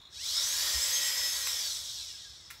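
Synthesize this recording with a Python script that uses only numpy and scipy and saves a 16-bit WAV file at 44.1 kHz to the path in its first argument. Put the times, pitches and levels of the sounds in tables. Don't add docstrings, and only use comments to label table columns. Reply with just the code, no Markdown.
import sys
import numpy as np
from scipy import signal
from scipy.fft import rfft, irfft
from scipy.io import wavfile
from scipy.ndimage import uniform_filter1d

SR = 44100
rng = np.random.default_rng(int(sys.argv[2]) if len(sys.argv) > 2 else 0)


def store_pcm(level_fs):
    pcm = np.round(np.clip(level_fs, -1, 1) * 32767).astype(np.int16)
    wavfile.write(sys.argv[1], SR, np.atleast_2d(pcm).T)


def to_linear_factor(level_db):
    exponent = np.asarray(level_db, float) / 20
    return 10 ** exponent


N = 114660
T = np.arange(N) / SR
HZ = np.maximum(np.fft.rfftfreq(N, 1 / SR), 1)


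def rms_one(x):
    return x / np.sqrt(np.mean(x ** 2) + 1e-20)


def in_time(rows):
    s, *columns = np.transpose(rows)
    return [uniform_filter1d(np.interp(T, s, column), size=1500) for column in columns]


def at_hz(points, hz):
    point_hz, values = np.transpose(points)
    return np.interp(np.log(hz), np.log(point_hz), values)


def drift(rate_hz):
    r = np.exp(-80 * np.pi * rate_hz / SR)
    slow = signal.lfilter([1], [1, -2 * r, r * r], rng.standard_normal(N // 40 + 2002))
    slow = rms_one(slow[2000:])
    return np.interp(np.arange(N) / 40, np.arange(len(slow)), slow)


def coloured(x, db):
    return irfft(rfft(x) * to_linear_factor(db), N)


def band(x, low, high):
    return signal.sosfilt(signal.butter(2, [low, high], "band", fs=SR, output="sos"), x)


def ring(x, hz, width):
    return band(x, hz - width / 2, hz + width / 2)


def lifts_db(bells):
    return sum(db / (1 + (2 * (HZ - hz) / width) ** 2) for hz, width, db in bells)


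def whine(mesh_hz, drive_db, levels_db, slopes_db):
    multiples = [.1, .3712, .5, .615, 1, 1.23, 1.5, 2, 2.5]
    jitter, wobble_db, rotor_beat = 0.000992, 3, 0.25
    turns = np.cumsum(mesh_hz * (1 + jitter * drift(41.5))) / SR
    octaves = np.log2(mesh_hz / mesh_hz.max())
    tones = 0
    for multiple, db, slope_db in zip(multiples, levels_db, slopes_db):
        tone_db = db + drive_db + slope_db * octaves + wobble_db * drift(10.3)
        tones = tones + to_linear_factor(tone_db) * np.sin(2 * np.pi * (multiple * turns + rng.random()))
    return tones * (1 + rotor_beat * np.sin(2 * np.pi * turns / 20))


def rattle(speed):
    # (frequency [Hz], gain per doubling [dB])
    speed_law = [(300, 7.5), (1500, 4.5), (2300, 16.5), (3700, -2.5), (5400, -1), (7500, 1), (12000, 6.5)]
    teeth_per_s, tooth_spread_db, patchy_db = 9000, 1, 1.07
    sizes = to_linear_factor(tooth_spread_db * np.minimum(rng.exponential(1, (2, N)), 5))
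    sizes = sizes * rng.choice([-1, 1], (2, N))
    chance = teeth_per_s * (speed + 0.14) / SR
    hits = rms_one(sizes * (rng.random((2, N)) < chance) / np.sqrt(chance))
    together, out = drift(6.1), 0
    edges = 200 * 2 ** np.arange(0, 6.6, .5)
    for k, (low, high) in enumerate(zip(edges, edges[1:])):
        db = at_hz(speed_law, np.sqrt(low * high)) * np.log2(speed)
        db = db + patchy_db * (0.6 * together + drift(19))
        out = out + to_linear_factor(db) * band(hits[k % 2], low, high)
    return out


def slow_knocks(speed):
    # (frequency [Hz], width [Hz], level [dB])
    knock_modes = [(5230, 105, 0.5), (3807, 170, -3), (5507, 120, -5)]
    level_db, per_doubling_db, lumpy_db = -16.5, -2.5, 5.5
    rings = 0
    for hz, width, db in knock_modes:
        mode = rms_one(ring(rng.standard_normal(N), hz, width))
        rings = rings + to_linear_factor(db + lumpy_db * drift(25)) * mode
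    return to_linear_factor(level_db + per_doubling_db * np.log2(speed)) * rings


def motors():
    # (time [s], main mesh [Hz], whine [dB])
    first_motor = [(.1, 900, -10), (.22, 2150, -7), (.29, 2900, -14), (.36, 3572, 11), (.43, 4080, -6),
                   (.55, 4740, -10), (.65, 4963, -1), (.8, 5100, -1), (.95, 5193, 6.5), (1.07, 5230, 3.5),
                   (1.24, 5220, 6), (1.4, 5160, 2.5), (1.57, 5040, 2), (1.7, 4107, -1), (1.8, 3575, -3),
                   (2.0, 2725, 4), (2.2, 1964, 1), (2.6, 904, -2)]
    # (time [s], main mesh [Hz], whine [dB])
    second_motor = [(.1, 800, -3), (.21, 1900, 5), (.285, 2720, -2), (.38, 3530, 7), (.45, 4040, -3),
                    (.57, 4550, 2.5), (.67, 4790, 0), (.8, 4990, 0), (.95, 5040, 2), (1.07, 5060, 9),
                    (1.25, 4940, 2), (1.35, 4593, -1), (1.5, 3780, 1), (1.6, 3320, 6), (1.8, 2350, -11),
                    (2.2, 902, -9.5), (2.6, 400, -3)]
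    # (first motor [dB], second motor [dB], gain per doubling of speed [dB])
    mesh_levels = [(-11.5, -28, 14), (-10.5, -15.5, 13), (-17, -34, 9), (-12.5, -14, 17), (-8.5, -7.5, 2),
                   (-11.5, -29, 1), (-10.5, -6, -1), (-28, -28, -10.5), (-6.5, -9, 12.5)]
    # (time [s], level [dB])
    effort = [(0.08, -53.5), (0.21, -44), (0.25, -35), (0.36, -34), (0.42, -31.5), (0.51, -32.5),
              (0.68, -31.5), (1.06, -32.5), (1.71, -37), (2.09, -44), (2.35, -53), (2.6, -59.5)]
    # (frequency [Hz], density [dB per Hz])
    shell = [(150, -77), (250, -39), (516, -24), (1430, -11.5), (1890, -9), (2760, -5.5), (4790, -5),
             (5130, -2.5), (15500, -15.5)]
    # (frequency [Hz], width [Hz], lift [dB])
    shell_rings = [(353, 103, 13.5), (568, 130, 11.5), (1000, 140, 4.5), (1920, 270, 5), (2680, 440, -6),
                   (3370, 410, 4.5), (3834, 240, 5), (4550, 120, 4), (5520, 117, 3), (5770, 210, 3),
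                   (6970, 800, 2), (7880, 200, 6.5), (10220, 900, -2), (11550, 1100, 4.5)]
    # (frequency [Hz], width [Hz], lift [dB])
    flares = [(1644, 51, 14), (1904, 50, 7), (2600, 1040, -3.5), (3470, 120, 3), (3780, 120, 7),
              (4080, 120, 11), (4560, 120, 10.5), (5120, 170, -3.5), (5300, 45, 9.5), (5530, 150, 7),
              (5970, 190, 13), (6400, 440, 7), (7670, 64, 17), (9700, 2300, -10.5)]

    first_hz, first_db = in_time(first_motor)
    second_hz, second_db = in_time(second_motor)
    effort_db, = in_time(effort)
    first_levels, second_levels, slopes = np.transpose(mesh_levels)
    speed = (first_hz + second_hz) / 2 / first_hz.max()
    gain = np.clip((T - .09) / 0.062, 0, 1) * to_linear_factor(effort_db + 6.5)

    tones = whine(first_hz, first_db - 11, first_levels, slopes)
    tones = tones + whine(second_hz, second_db - 10.5, second_levels, slopes)
    shell_db = at_hz(shell, HZ)
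    rattling = coloured(gain * rattle(speed), shell_db + lifts_db(shell_rings))
    whining = coloured(gain * tones, shell_db + 3 + lifts_db(flares))
    return rattling + whining + gain * to_linear_factor(-7.5) * slow_knocks(speed)


def holding_servo():
    # (frequency [Hz], width [Hz], level [dB])
    servo_rings = [(1110, 200, -8), (3470, 140, -0.5), (3740, 300, 5), (4040, 140, 0), (5400, 530, -13),
                   (6850, 560, -13.5)]
    pulses_per_s, first_s, end_s, burst_s = 56, -0.0056, 0.12, 0.0046
    age = ((T - first_s) % (1 / pulses_per_s)) / burst_s
    bursts = (age * np.exp(1 - age)) ** 2 * rng.standard_normal(N)
    buzz = sum(to_linear_factor(db) * ring(bursts, hz, width) * np.sqrt(500 / width) for hz, width, db in servo_rings)
    return to_linear_factor(-54.5) * rms_one(buzz) * np.clip((end_s - T) / 0.061, 0, 1)


def joint_ticks():
    # (time [s], peak [dB], tail [dB])
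    tick_events = [
        (0.384, -36, -18),
        (0.597, -47, 0),
        (1.4709, -28.5, -8),
        (2.5035, -39, -10.5),
        (2.5083, -40, -9.5),
    ]
    # (frequency [Hz], level [dB])
    tick_colour = [(500, -34), (1000, -1), (2200, 9.5), (3500, 0), (6000, 0), (10000, -1), (16000, -3)]
    crack_s, tail_t60_s = 0.0034, 0.11
    shape = np.zeros(N)
    for s, db, tail_db in tick_events:
        since = np.maximum(T - s, 0)
        decay = np.exp(-since / crack_s) + to_linear_factor(tail_db - 60 * since / tail_t60_s)
        shape += (T >= s) * to_linear_factor(db - 3) * decay
    return coloured(shape * rng.standard_normal(N), at_hz(tick_colour, HZ))


def floor_thud():
    thud_s, thud_hz, rise_s, fall_s = 0.762, 64.4, 0.011, .025
    since = T - thud_s
    swell = np.exp(-(since / np.where(since < 0, rise_s, fall_s)) ** 2 / 2)
    return to_linear_factor(-38) * swell * np.cos(2 * np.pi * thud_hz * since)


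def room(x):
    t60_s, level_db = 0.28, -4
    t = T[:SR // 2]
    tail = rng.standard_normal(len(t)) * to_linear_factor(-60 * t / t60_s) * (t > .004)
    tail = tail / np.sqrt(np.sum(tail ** 2))
    return x + to_linear_factor(level_db) * signal.fftconvolve(x, tail)[:N]


def room_tone():
    # (frequency [Hz], density [dB per Hz])
    tone_colour = [(25, -48), (45, -10.5), (65, -2.5), (100, -6.5), (200, -21), (600, -23.5), (2000, -24.5),
                   (15000, -42)]
    noise = rms_one(coloured(rng.standard_normal(N), at_hz(tone_colour, HZ)))
    rumble = signal.sosfilt(signal.butter(2, 130, fs=SR, output="sos"), noise)
    patches = to_linear_factor(-1.5 * drift(9.2))
    return to_linear_factor(-61) * (noise + rumble * (patches - 1))


def scene():
    machine = motors() + holding_servo() + joint_ticks()
    mono = room(machine) + floor_thud() + room_tone()
    return np.array([mono, mono])


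def top_cut(x):
    return signal.sosfilt(signal.butter(12, 16600, fs=SR, output="sos"), x)


def record(dry):
    cutoff_hz = 15720
    low_pass = signal.ellip(12, .5, 60, cutoff_hz, fs=SR, output="sos")
    mix = signal.sosfilt(low_pass, dry)
    return top_cut(mix)


dry = scene()
out = record(dry)
store_pcm(out)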